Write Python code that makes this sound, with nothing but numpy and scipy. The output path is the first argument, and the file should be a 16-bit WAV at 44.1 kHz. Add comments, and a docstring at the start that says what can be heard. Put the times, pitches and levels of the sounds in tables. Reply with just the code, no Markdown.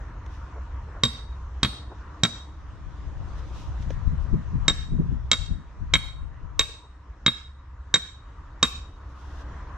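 """First a distant traffic hum and rustling leaves, with a small knock; then ten clangs of hammer on steel stake.
Blows are decaying modes of stake and head with noise for crack, soil and rattle; a fenced garden answers with
wall echoes and a diffuse wash. Shaped noise makes the traffic, leaves, clothes, boots and the gusts that buffet
the microphone ports, the left one most. A gain control turns the level down after every blow."""
import sys
import numpy as np
from scipy import signal
from scipy.fft import rfft, irfft, next_fast_len
from scipy.io import wavfile
from scipy.ndimage import uniform_filter1d, map_coordinates

SR = 44100
rng = np.random.default_rng(int(sys.argv[2]) if len(sys.argv) > 2 else 0)


def wav_out(sig):
    """Save sig, one row per channel (or a flat mono array), as 16-bit PCM at SR to the path in sys.argv[1]."""
    wavfile.write(sys.argv[1], SR, np.round(np.clip(np.atleast_2d(sig).T, -1, 1) * 32767).astype(np.int16))


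N = 430855

# Spectra hold (frequency [Hz], relative level per Hz [dB]) unless other columns are listed.
# Far background: (time [s], engine rumble [dB], drone [dB], tyre roar [dB], leaves [dB]), before trims
BACKGROUND_LEVELS = [(0, -39.5, -49.5, -51, -66), (1, -40.5, -50, -51.5, -66),
                     (1.5, -41, -51.5, -53, -66.5), (2.2, -43, -49.5, -51, -65),
                     (2.7, -45, -53.5, -55.5, -65), (3.3, -38.5, -48.5, -52, -62),
                     (3.9, -39, -49, -51.5, -62.5), (4.6, -44, -50.5, -51, -63),
                     (5.2, -40.5, -53, -55, -67), (6, -45, -55.5, -53.5, -69), (6.8, -48, -56, -57.5, -71),
                     (7.6, -45, -58.5, -58.5, -71.5), (8.3, -45.5, -56, -54, -68.5),
                     (8.8, -41, -55, -55.5, -70), (9.2, -43, -52, -52.5, -70), (9.55, -41, -46.5, -48, -62),
                     (9.77, -41, -51.5, -48.5, -65)]
# Spectra of engine rumble, traffic drone, tyre roar and leaves
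RUMBLE_SPECTRUM = [(12, -42), (20, -15), (50, -4), (65, 3.5), (82, -9.5), (102, -13), (170, -29.5),
                   (220, -54.5), (370, -120)]
DRONE_SPECTRUM = [(59, -25), (100, -1), (167, -7), (216, -9.5), (248, -13.5), (291, -6), (359, -14),
                  (836, -16), (900, -20), (1170, -41.5), (1980, -120)]
ROAD_SPECTRUM = [(470, -35.5), (800, -19.5), (929, 2), (1140, 0), (1450, -5), (1910, -9.5), (2180, -17),
                 (3000, -27), (3900, -49), (6600, -120)]
LEAF_SPECTRUM = [(1290, -27.5), (2200, -5), (2410, -3.5), (3290, -5), (3770, -5.5), (4660, -11),
                 (5980, -8.5), (7050, -13.5), (8550, -23.5), (11100, -53.5), (18800, -120)]
# Likeness of left and right in far sounds: (frequency [Hz], correlation [0-1])
STEREO_LIKENESS = [(60, 0.46), (250, 1), (600, 0.82), (1100, 0.76), (2000, 0.58), (4000, 0.077), (8000, .1)]
# A hum that swells once: (peak time [s], level [dB], rise [s], fall [s])
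HUM_SWELL = (2.5, -60, 0.2, 1.7)
# Spectrum of that hum, near 300 Hz
HUM_SPECTRUM = [(230, -61.5), (280, -8.5), (305, 1.0), (335, -8), (400, -60)]

# Steady push of wind on the ports: (time [s], relative level [dB])
STEADY_WIND = [(2.3, -70), (2.7, -48.5), (3.3, -44), (4, -35), (4.5, -30), (5.1, -31), (5.6, -47),
               (6.2, -43), (6.6, -43), (6.9, -68.5)]
# Single gusts: (peak time [s], relative buffet [dB], relative puff [dB], nominal length [s])
GUSTS = [(2.875, -37, -58.5, 0.092), (3.078, -33, -55, 0.09), (3.205, -30, -58.5, .14),
         (3.418, -32, -59.5, 0.032), (3.693, -32.5, -56.5, .07), (3.806, -27, -39, 0.029),
         (3.89, -23, -40.5, 0.072), (4.077, -19, -35.5, 0.043), (4.128, -28, -33, .05),
         (4.343, -16.5, -26.5, 0.048), (4.42, -42, -45.5, 0.035), (4.561, -19, -32.5, 0.066),
         (4.682, -25, -47, .1), (4.94, -22, -29.5, .1), (5, -28.5, -23, .04), (5.059, -27, -35, .08),
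         (5.124, -21.5, -32.5, .08), (5.403, -24, -57.5, .06), (5.518, -23, -33, .08),
         (5.827, -30.5, -43, 0.076), (5.965, -27, -47, 0.17), (6.227, -28, -53, 0.071),
         (6.44, -34.5, -51.5, .07), (6.608, -29, -60, .05)]
# Spectra of the deep buffeting and the sharper puffs
BUFFET_SPECTRUM = [(12, -30), (20, 5.5), (43, 7.5), (75, 6), (143, -2), (200, -22.5), (260, -43.5),
                   (440, -120)]
PUFF_SPECTRUM = [(82, -30.5), (140, 4), (235, -5.5), (297, -16), (356, -23.5), (624, -38.5), (800, -40.5),
                 (1040, -66), (1760, -120)]
# Spectrum of the upper reach of the hardest puffs
REACH_SPECTRUM = [(120, -94.5), (200, -11.5), (330, 8.5), (550, -9.5), (800, -28.0), (1500, -120)]
STEADY_PUFF_DB = -20  # steady puffing against the steady push
GUST_RISE_SHARE = .45  # share of a gust's length spent rising

# Swishes of clothes: (peak time [s], level [dB], rise [s], fall [s])
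CLOTH_SWISHES = [(.264, -63, .01, .012), (.348, -61, 0.13, .14), (3.396, -57.5, .07, .03),
                 (3.606, -53.5, 0.24, .18), (3.828, -57.5, 0.067, .07), (3.904, -56, .03, .1),
                 (4.204, -64.5, 0.023, .17), (9.2, -62.5, .1, .2), (9.42, -58.5, 0.62, .03)]
# Spectrum of a swish
SWISH_SPECTRUM = [(1500, -64), (2500, 0), (3660, 2), (4450, -3.5), (5960, -1.5), (7750, -13), (9000, -19),
                  (13500, -25), (15500, -67)]
# Small knocks and scuffs: (time [s], level [dB], low tones relative to it [dB], tick decay t60 [s])
TAPS = [(0.263, -35, -6.5, 0.012), (3.574, -42.5, -5, 0.022), (3.825, -34, -22, 0.011),
        (3.905, -31.5, 11, 0.021)]
# Spectrum of a tick
TAP_SPECTRUM = [(880, -27.5), (1500, -0.5), (2810, -10.5), (3150, -6), (4770, -21), (5690, -12),
                (8550, -33), (11100, -61), (18800, -120)]
# Soft boot falls: (time [s], level [dB], width [s])
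STEPS = [(.575, -45.5, .03), (.89, -48, 0.016), (.97, -45, 0.022), (1.921, -41.5, 0.014),
         (6.845, -55, 0.015)]
# Spectrum of a boot on grass
TREAD_SPECTRUM = [(120, -31), (250, -11.0), (400, 1.0), (700, -6), (1600, -12.5), (4000, -120)]

# The stake stands to the right: (frequency [Hz], left minus right [dB], left lead [rad])
PORT_DIFFERENCE = [(100, 0, 0), (1300, -3, -.35), (2300, 0, -.7), (3800, -1, -1.1), (4400, -4, -1.5),
                   (5700, -8, -1.1), (7000, 0, -1), (8400, 1, -1.5), (12600, -2, -2)]
# Shed, fences, a far house: (delay [s], level [dB], smear t60 [s], dull above [Hz])
WALLS = [(0.016, -4, 0.0013, 4160), (0.0234, -13.5, 0.0024, 6110), (0.032, -27, .004, 4965),
         (.098, -23, 0.026, 1946), (.112, -25.5, 0.051, 1900), (.147, -29.5, 0.0086, 3020)]
# Diffuse garden wash: (frequency [Hz], decay t60 [s])
YARD_DECAY = [(150, .15), (1000, 0.42), (2500, 0.35), (4000, 0.39), (7000, 0.35), (12000, 0.3)]
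# Blows: (time [s], level [dB]), then parts relative to it: (thud [dB], stake clank [dB], stake ring [dB],
# stake overtone [dB], head ring [dB], bright ring [dB], click [dB], thin head ring [dB])
BLOWS = [(1.035, -1.5, -16.5, -20.5, -22.5, -17, -11, -20, -54.5, -38),
         (1.6307, -0.5, -18, -24, -20.5, -19.5, -16, -25, -50, -40.5),
         (2.2343, -1, -15.5, -22, -17, -19.5, -12, -16, -45, -41),
         (4.6807, -1.5, -22, -20, -16, -23.5, -10, -13, -43, -45),
         (5.3145, -1.5, -25.5, -28, -10.5, -16, -11, -13.5, -32.5, -42.5),
         (5.9373, -1.5, -25, -22.5, -9.5, -14, -11.5, -15.5, -38, -40.5),
         (6.5931, -2, -57, -24, -13.5, -23, -9.5, -13.5, -22, -40.5),
         (7.2626, -3.5, -22.5, -18.5, -14.5, -18, -8.5, -21, -48, -42),
         (7.9405, -2, -26.5, -19, -17.5, -22.5, -9, -13.5, -68, -43),
         (8.628, 2, -25.5, -18.5, -27, -23.5, -14.5, -19.5, -40.5, -41.5)]
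# Modes of stake and head: (frequency [Hz])
STEEL_HZ = [1130, 1345, 1560, 1690, 2175, 2245, 2560, 3222, 3335, 3772, 3812, 4335, 4465, 5705, 6580, 7070,
            7590]
# How those modes ring before the blow tilts them: (relative level [dB], decay t60 [s])
STEEL_RING = [(3.5, 0.028), (0, 0.03), (4, 0.012), (5, 0.014), (0.5, 0.032), (-5, 0.045), (-8, 0.029),
              (7, 0.035), (-6, 0.052), (1.5, 0.1), (-2.5, 0.094), (0, 0.016), (-2, 0.049), (4.5, 0.019),
              (-9, .03), (-0.5, 0.029), (-6.5, 0.089)]
# Long, thin modes of the hammer head: (frequency [Hz], relative level [dB], decay t60 [s])
THIN_HEAD_MODES = [(3795, 7, .42), (8362, -6, .5), (8472, -6, .33), (10070, -13, .28), (11420, -10, .2),
                   (12595, -8, .28)]
# Thump modes of the ground: (frequency [Hz], relative level [dB], decay t60 [s])
SOIL_MODES = [(128, -1, .11), (163, 2, 0.067), (228, -9, 0.13)]
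# Spectra of the crack, the loose earth and the stake's rattle in its hole
CRACK_SPECTRUM = [(150, -23.5), (250, -3), (988, -10.5), (2910, -4), (3680, -15.5), (4140, -4),
                  (4800, -6.5), (5650, -11), (7270, -13), (8550, -19), (11100, -56), (18800, -120)]
EARTH_SPECTRUM = [(50, -90), (100, -0.5), (170, 2), (280, -4.5), (400, -25), (900, -94)]
RATTLE_SPECTRUM = [(100, -93), (280, -0.5), (500, -4.5), (780, -16), (1300, 1), (2200, -4.5), (4500, -19.5),
                   (7500, -22.5), (9500, -88)]
# Spectrum of the high click
CLICK_SPECTRUM = [(8300, -62.0), (9000, 0.5), (14500, -7.5), (16000, -32)]
CRACK_WASH_DB = 3.5  # extra crack fed into the wash, making it denser

TOP_HZ = 15800  # band limit


def amp(db):
    """Amplitude of a level in dB."""
    return np.exp(np.asarray(db) * (np.log(10) / 20))


def unit(x):
    """Scale to rms 1."""
    return x / np.sqrt(np.mean(x ** 2) + 1e-20)


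def along(points, hz):
    """Read (Hz, value) points on a log frequency axis."""
    f, value = np.transpose(points)
    return np.interp(np.log(hz + 1), np.log(f + 1), value)


def curves(rows):
    """One value per sample for each column after the time."""
    s, *columns = np.transpose(rows)
    return [np.interp(np.arange(N) / SR, s, column) for column in columns]


def wobble(rate, size=N):
    """A smooth random curve, rate knots a second."""
    coarse = np.arange(0, size + 64, 64)
    knots = rng.standard_normal(int(size * rate / SR) + 4)
    smooth = map_coordinates(knots, [coarse * rate / SR])
    return np.interp(np.arange(size), coarse, smooth)


def swells(peak_s, db, rise_s, fall_s):
    """Gain of overlapping swells, each 20 dB down one rise before and one fall after its peak."""
    coarse = np.arange(0, N + 32, 32)
    late = coarse[:, None] / SR - peak_s
    drop_db = 20 * np.where(late < 0, -late / rise_s, late / fall_s)
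    gain = np.sqrt(np.sum(amp(db - drop_db) ** 2, axis=1))
    return np.interp(np.arange(N), coarse, gain)


def filtered(x, response):
    """Shape x by a response over frequency."""
    n = x.shape[-1]
    padded = next_fast_len(n + 4096, True)
    spectrum = rfft(x, padded) * response(np.fft.rfftfreq(padded, 1 / SR))
    return irfft(spectrum, padded)[..., :n]


def noise(spectrum, shape):
    """Coloured noise of rms 1."""
    return unit(filtered(rng.standard_normal(shape), lambda hz: amp(along(spectrum, hz))))


def rush(spectrum, patchy_db):
    """Wide stereo noise of rms 1, with random gain patches in time and frequency."""
    z = signal.stft(rng.standard_normal((2, N)), nperseg=512)[2]
    patches = uniform_filter1d(rng.standard_normal(z.shape[1:]), size=6, axis=0)
    patches = uniform_filter1d(patches, size=12, axis=1)
    pair = signal.istft(z * amp(patchy_db * unit(patches)), nperseg=512)[1][:, :N]

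    def mid_side(hz):
        # this split of mid and side gives the wanted left-right correlation
        turn = np.arccos(np.clip(along(STEREO_LIKENESS, hz), -1, 1)) / 2
        return amp(along(spectrum, hz)) * np.array([np.cos(turn), np.sin(turn)])

    mid, side = filtered(pair, mid_side)
    return unit(np.array([mid + side, mid - side]))


def ring(hz, db, t60, t, attack=0.00082):
    """One struck mode: a decaying sine, silent after twice its decay time."""
    live = t[t < 2 * t60]
    level = np.broadcast_to(db, t.shape)[:len(live)] - 60 * live / t60
    tone = amp(level) * (1 - np.exp(-live / attack)) * np.sin(2 * np.pi * hz * live)
    return np.pad(tone, (0, len(t) - len(live)))


def distance():
    """Slowly varying noise bands: engine rumble, traffic drone, a passing hum, tyre roar and leaves."""
    rumble_db, drone_db, road_db, leaves_db = curves(BACKGROUND_LEVELS)
    rumble = amp(rumble_db + 4.0 + 1.1 * wobble(4) + 0.58 * wobble(32)) * noise(RUMBLE_SPECTRUM, N)
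    drone = amp(drone_db + wobble(4.7)) * rush(DRONE_SPECTRUM, patchy_db=1.0)
    # leaves sit slightly right, tyres slightly left
    leaves = amp(leaves_db + 0.87 * wobble(9)) * rush(LEAF_SPECTRUM, patchy_db=2.0) * amp([[-.5], [.5]])
    road = amp(road_db + 0.27 * wobble(5)) * rush(ROAD_SPECTRUM, patchy_db=1.87) * amp([[.6], [-.6]])
    hum = swells(*np.transpose([HUM_SWELL])) * noise(HUM_SPECTRUM, N)
    return rumble + drone + leaves + road + hum


def wind():
    """Turbulence at the ports: separate buffets lean left; shared puffs lie a quarter cycle apart."""
    s, buffet_db, puff_db, length = np.transpose(GUSTS)
    rise, fall = 2 * GUST_RISE_SHARE * length, 2 * (1 - GUST_RISE_SHARE) * length
    now = np.arange(N) / SR
    blowing = (now > STEADY_WIND[0][0]) * (now < STEADY_WIND[-1][0])
    steady = amp(curves(STEADY_WIND)[0]) * blowing
    push = np.hypot(steady * amp(3.4 * wobble(4.5)), swells(s, buffet_db, rise, fall))
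    steady_puff = steady * amp(STEADY_PUFF_DB + 7.3 * wobble(15))
    sharp = np.hypot(steady_puff, swells(s, puff_db, .8 * rise, 0.87 * fall))

    flutter = amp(0.5 * np.array([wobble(9.8), wobble(20)]))
    buffet = push * amp([[4], [-8]]) * unit(noise(BUFFET_SPECTRUM, (2, N)) * flutter)
    puff = sharp * amp(4.5) * unit(noise(PUFF_SPECTRUM, N) * amp(1.1 * wobble(30)))
    # the hardest puffs reach higher
    reach = sharp ** 1.67 * amp(9.5) * noise(REACH_SPECTRUM, N)
    quarter = np.exp([[-.25j * np.pi], [.25j * np.pi]])
    return buffet + filtered(puff + reach, lambda hz: quarter * np.ones_like(hz))


def cloth():
    """Clothes swish as the worker shifts: fluttering wide noise under swells."""
    flutter = amp(1.1 * wobble(29))
    return swells(*np.transpose(CLOTH_SWISHES)) * flutter * rush(SWISH_SPECTRUM, patchy_db=0.0)


def taps():
    """Tool knocks and scuffs: a noise tick over two short low modes."""
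    out, t = np.zeros(N + SR), np.arange(SR // 8) / SR
    for s, db, low_db, t60 in TAPS:
        envelope = amp(-5.0 - 60 * t / t60) * (1 - np.exp(-t / 0.00038))
        tick = envelope * noise(TAP_SPECTRUM, len(t))
        low = ring(520, low_db, 0.02, t) + ring(300, low_db - 11.5, 0.042, t)
        out[round(s * SR):][:len(t)] += amp(db) * (tick + low)
    return out[:N]


def boots():
    """Soft boot falls on the grass: bell-shaped bursts of low noise."""
    now = np.arange(N) / SR
    tread = sum(amp(db) * np.exp(-((now - s) / width) ** 2) for s, db, width in STEPS)
    return tread * noise(TREAD_SPECTRUM, N)


def ports(x):
    """A sound from the stake at both ports: level and phase differ with frequency."""
    hz, db, lead = np.transpose(PORT_DIFFERENCE)
    # each port takes half of the level and phase difference
    half = lambda f: np.interp(f, hz, db * np.log(10) / 40 + .5j * lead)
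    return filtered(x, lambda f: np.exp([half(f), -half(f)]))


def wall_echoes(t):
    """Impulse response of shed, fences and far house: delayed, smeared, dulled reflections."""
    echoes = np.zeros(len(t))
    for late, db, smear_s, dull_hz in WALLS:
        # uneven boards smear the reflection
        smear = rng.standard_normal(len(t)) * amp(-60 * np.abs(t - late) / smear_s) * (t >= late)
        echo = amp(db) * smear / np.linalg.norm(smear)
        echoes += filtered(echo, lambda f: 1 / (1 + 1j * f / dull_hz) ** 2)
    return echoes


def garden_wash(t):
    """Diffuse stereo impulse response: noise that swells late while each band decays."""
    hz, when, z = signal.stft(rng.standard_normal((2, len(t))), SR, nperseg=256)
    swell = 0.22 + 0.58 * np.clip(when / 0.14, 0, 1) ** 2
    decay = amp(-60 * when / along(YARD_DECAY, hz)[:, None])
    wash = signal.istft(z * swell * decay, SR, nperseg=256)[1][:, :len(t)]
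    return amp(-14.5) * wash / np.linalg.norm(wash[0])


def answer(sound, extra_crack, t):
    """The garden's reply to one blow: wall echoes and a diffuse wash, by convolution."""
    diffuse = signal.fftconvolve((sound + extra_crack)[None], garden_wash(t), axes=1)[:, :len(t)]
    echoes = ports(wall_echoes(t[:SR // 4]))
    return diffuse + signal.fftconvolve(sound[None], echoes, axes=1)[:, :len(t)]


def hammer():
    """Each blow cracks, rings stake and head, and thumps the soil; the garden answers."""
    out, t = np.zeros((2, N + SR)), np.arange(SR // 2) / SR
    for (s, db, thud_db, clank_db, stake_db, over_db,
         head_db, bright_db, click_db, thin_db) in BLOWS:
        # (frequency [Hz], level [dB]): how this blow excites the modes
        tilt = [(1500, clank_db), (2200, stake_db), (3200, over_db),
                (3790, head_db), (4400, -23), (5700, bright_db)]
        # small random level [dB] and tuning [ratio] offsets
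        chance = rng.normal(0, [1, .003], (len(STEEL_RING), 2))
        steel = np.zeros(len(t))
        for hz, (level, t60), (more_db, detune) in zip(STEEL_HZ, STEEL_RING, chance):
            steel += ring(hz * (1 + detune), level + along(tilt, hz) + more_db, t60, t)
        # the head turns as it is lifted, so its thin tones flicker
        for hz, level, t60 in THIN_HEAD_MODES:
            flicker_db = 3 * wobble(30, size=len(t))
            steel += ring(hz, level + thin_db + flicker_db, t60, t)

        crack_envelope = amp(-11.0 - 60 * t / 0.016) * (1 - np.exp(-t / 0.00084))
        crack = crack_envelope * noise(CRACK_SPECTRUM, len(t))
        soil = -sum(ring(hz, level + thud_db, t60, t, attack=0.0012) for hz, level, t60 in SOIL_MODES)
        earth_envelope = amp(thud_db - 3.5 - 60 * t / 0.12) * (1 - np.exp(-t / 0.0049))
        soil += earth_envelope * noise(EARTH_SPECTRUM, len(t))
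        # the stake shudders in its hole
        rattle = amp(-21.5 - 60 * t / 0.076) * noise(RATTLE_SPECTRUM, len(t))
        sound = amp(db) * (steel + crack + soil + rattle)
        click = amp(db + click_db - 3.0 - 60 * t / 0.012) * noise(CLICK_SPECTRUM, len(t))

        extra_crack = amp(db + CRACK_WASH_DB) * crack
        out[:, round(s * SR):][:, :len(t)] += ports(sound + click) + answer(sound, extra_crack, t)
    return out[:, :N]


def scene():
    """Layer the background, the wind, the worker's small sounds and the blows."""
    return distance() + wind() + cloth() + taps() + boots() + hammer()


def record(dry):
    """Gain follows power above 500 Hz: down soon after a blow, easing back; then the band limit."""
    t = np.arange(2 * SR) / SR
    power = filtered(dry.mean(axis=0), lambda hz: hz > 500) ** 2
    # the detector builds up, then forgets [time constants in s]
    memory = (1 - np.exp(-t / 0.086)) * np.exp(-t / 0.14)
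    loud = np.abs(signal.fftconvolve(power, memory / (0.051 * SR))[:N])
    gain = (1 + loud / amp(-32) ** 2) ** -.12
    return filtered(dry * gain, lambda hz: hz < TOP_HZ)


dry = scene()
out = record(dry)
wav_out(out)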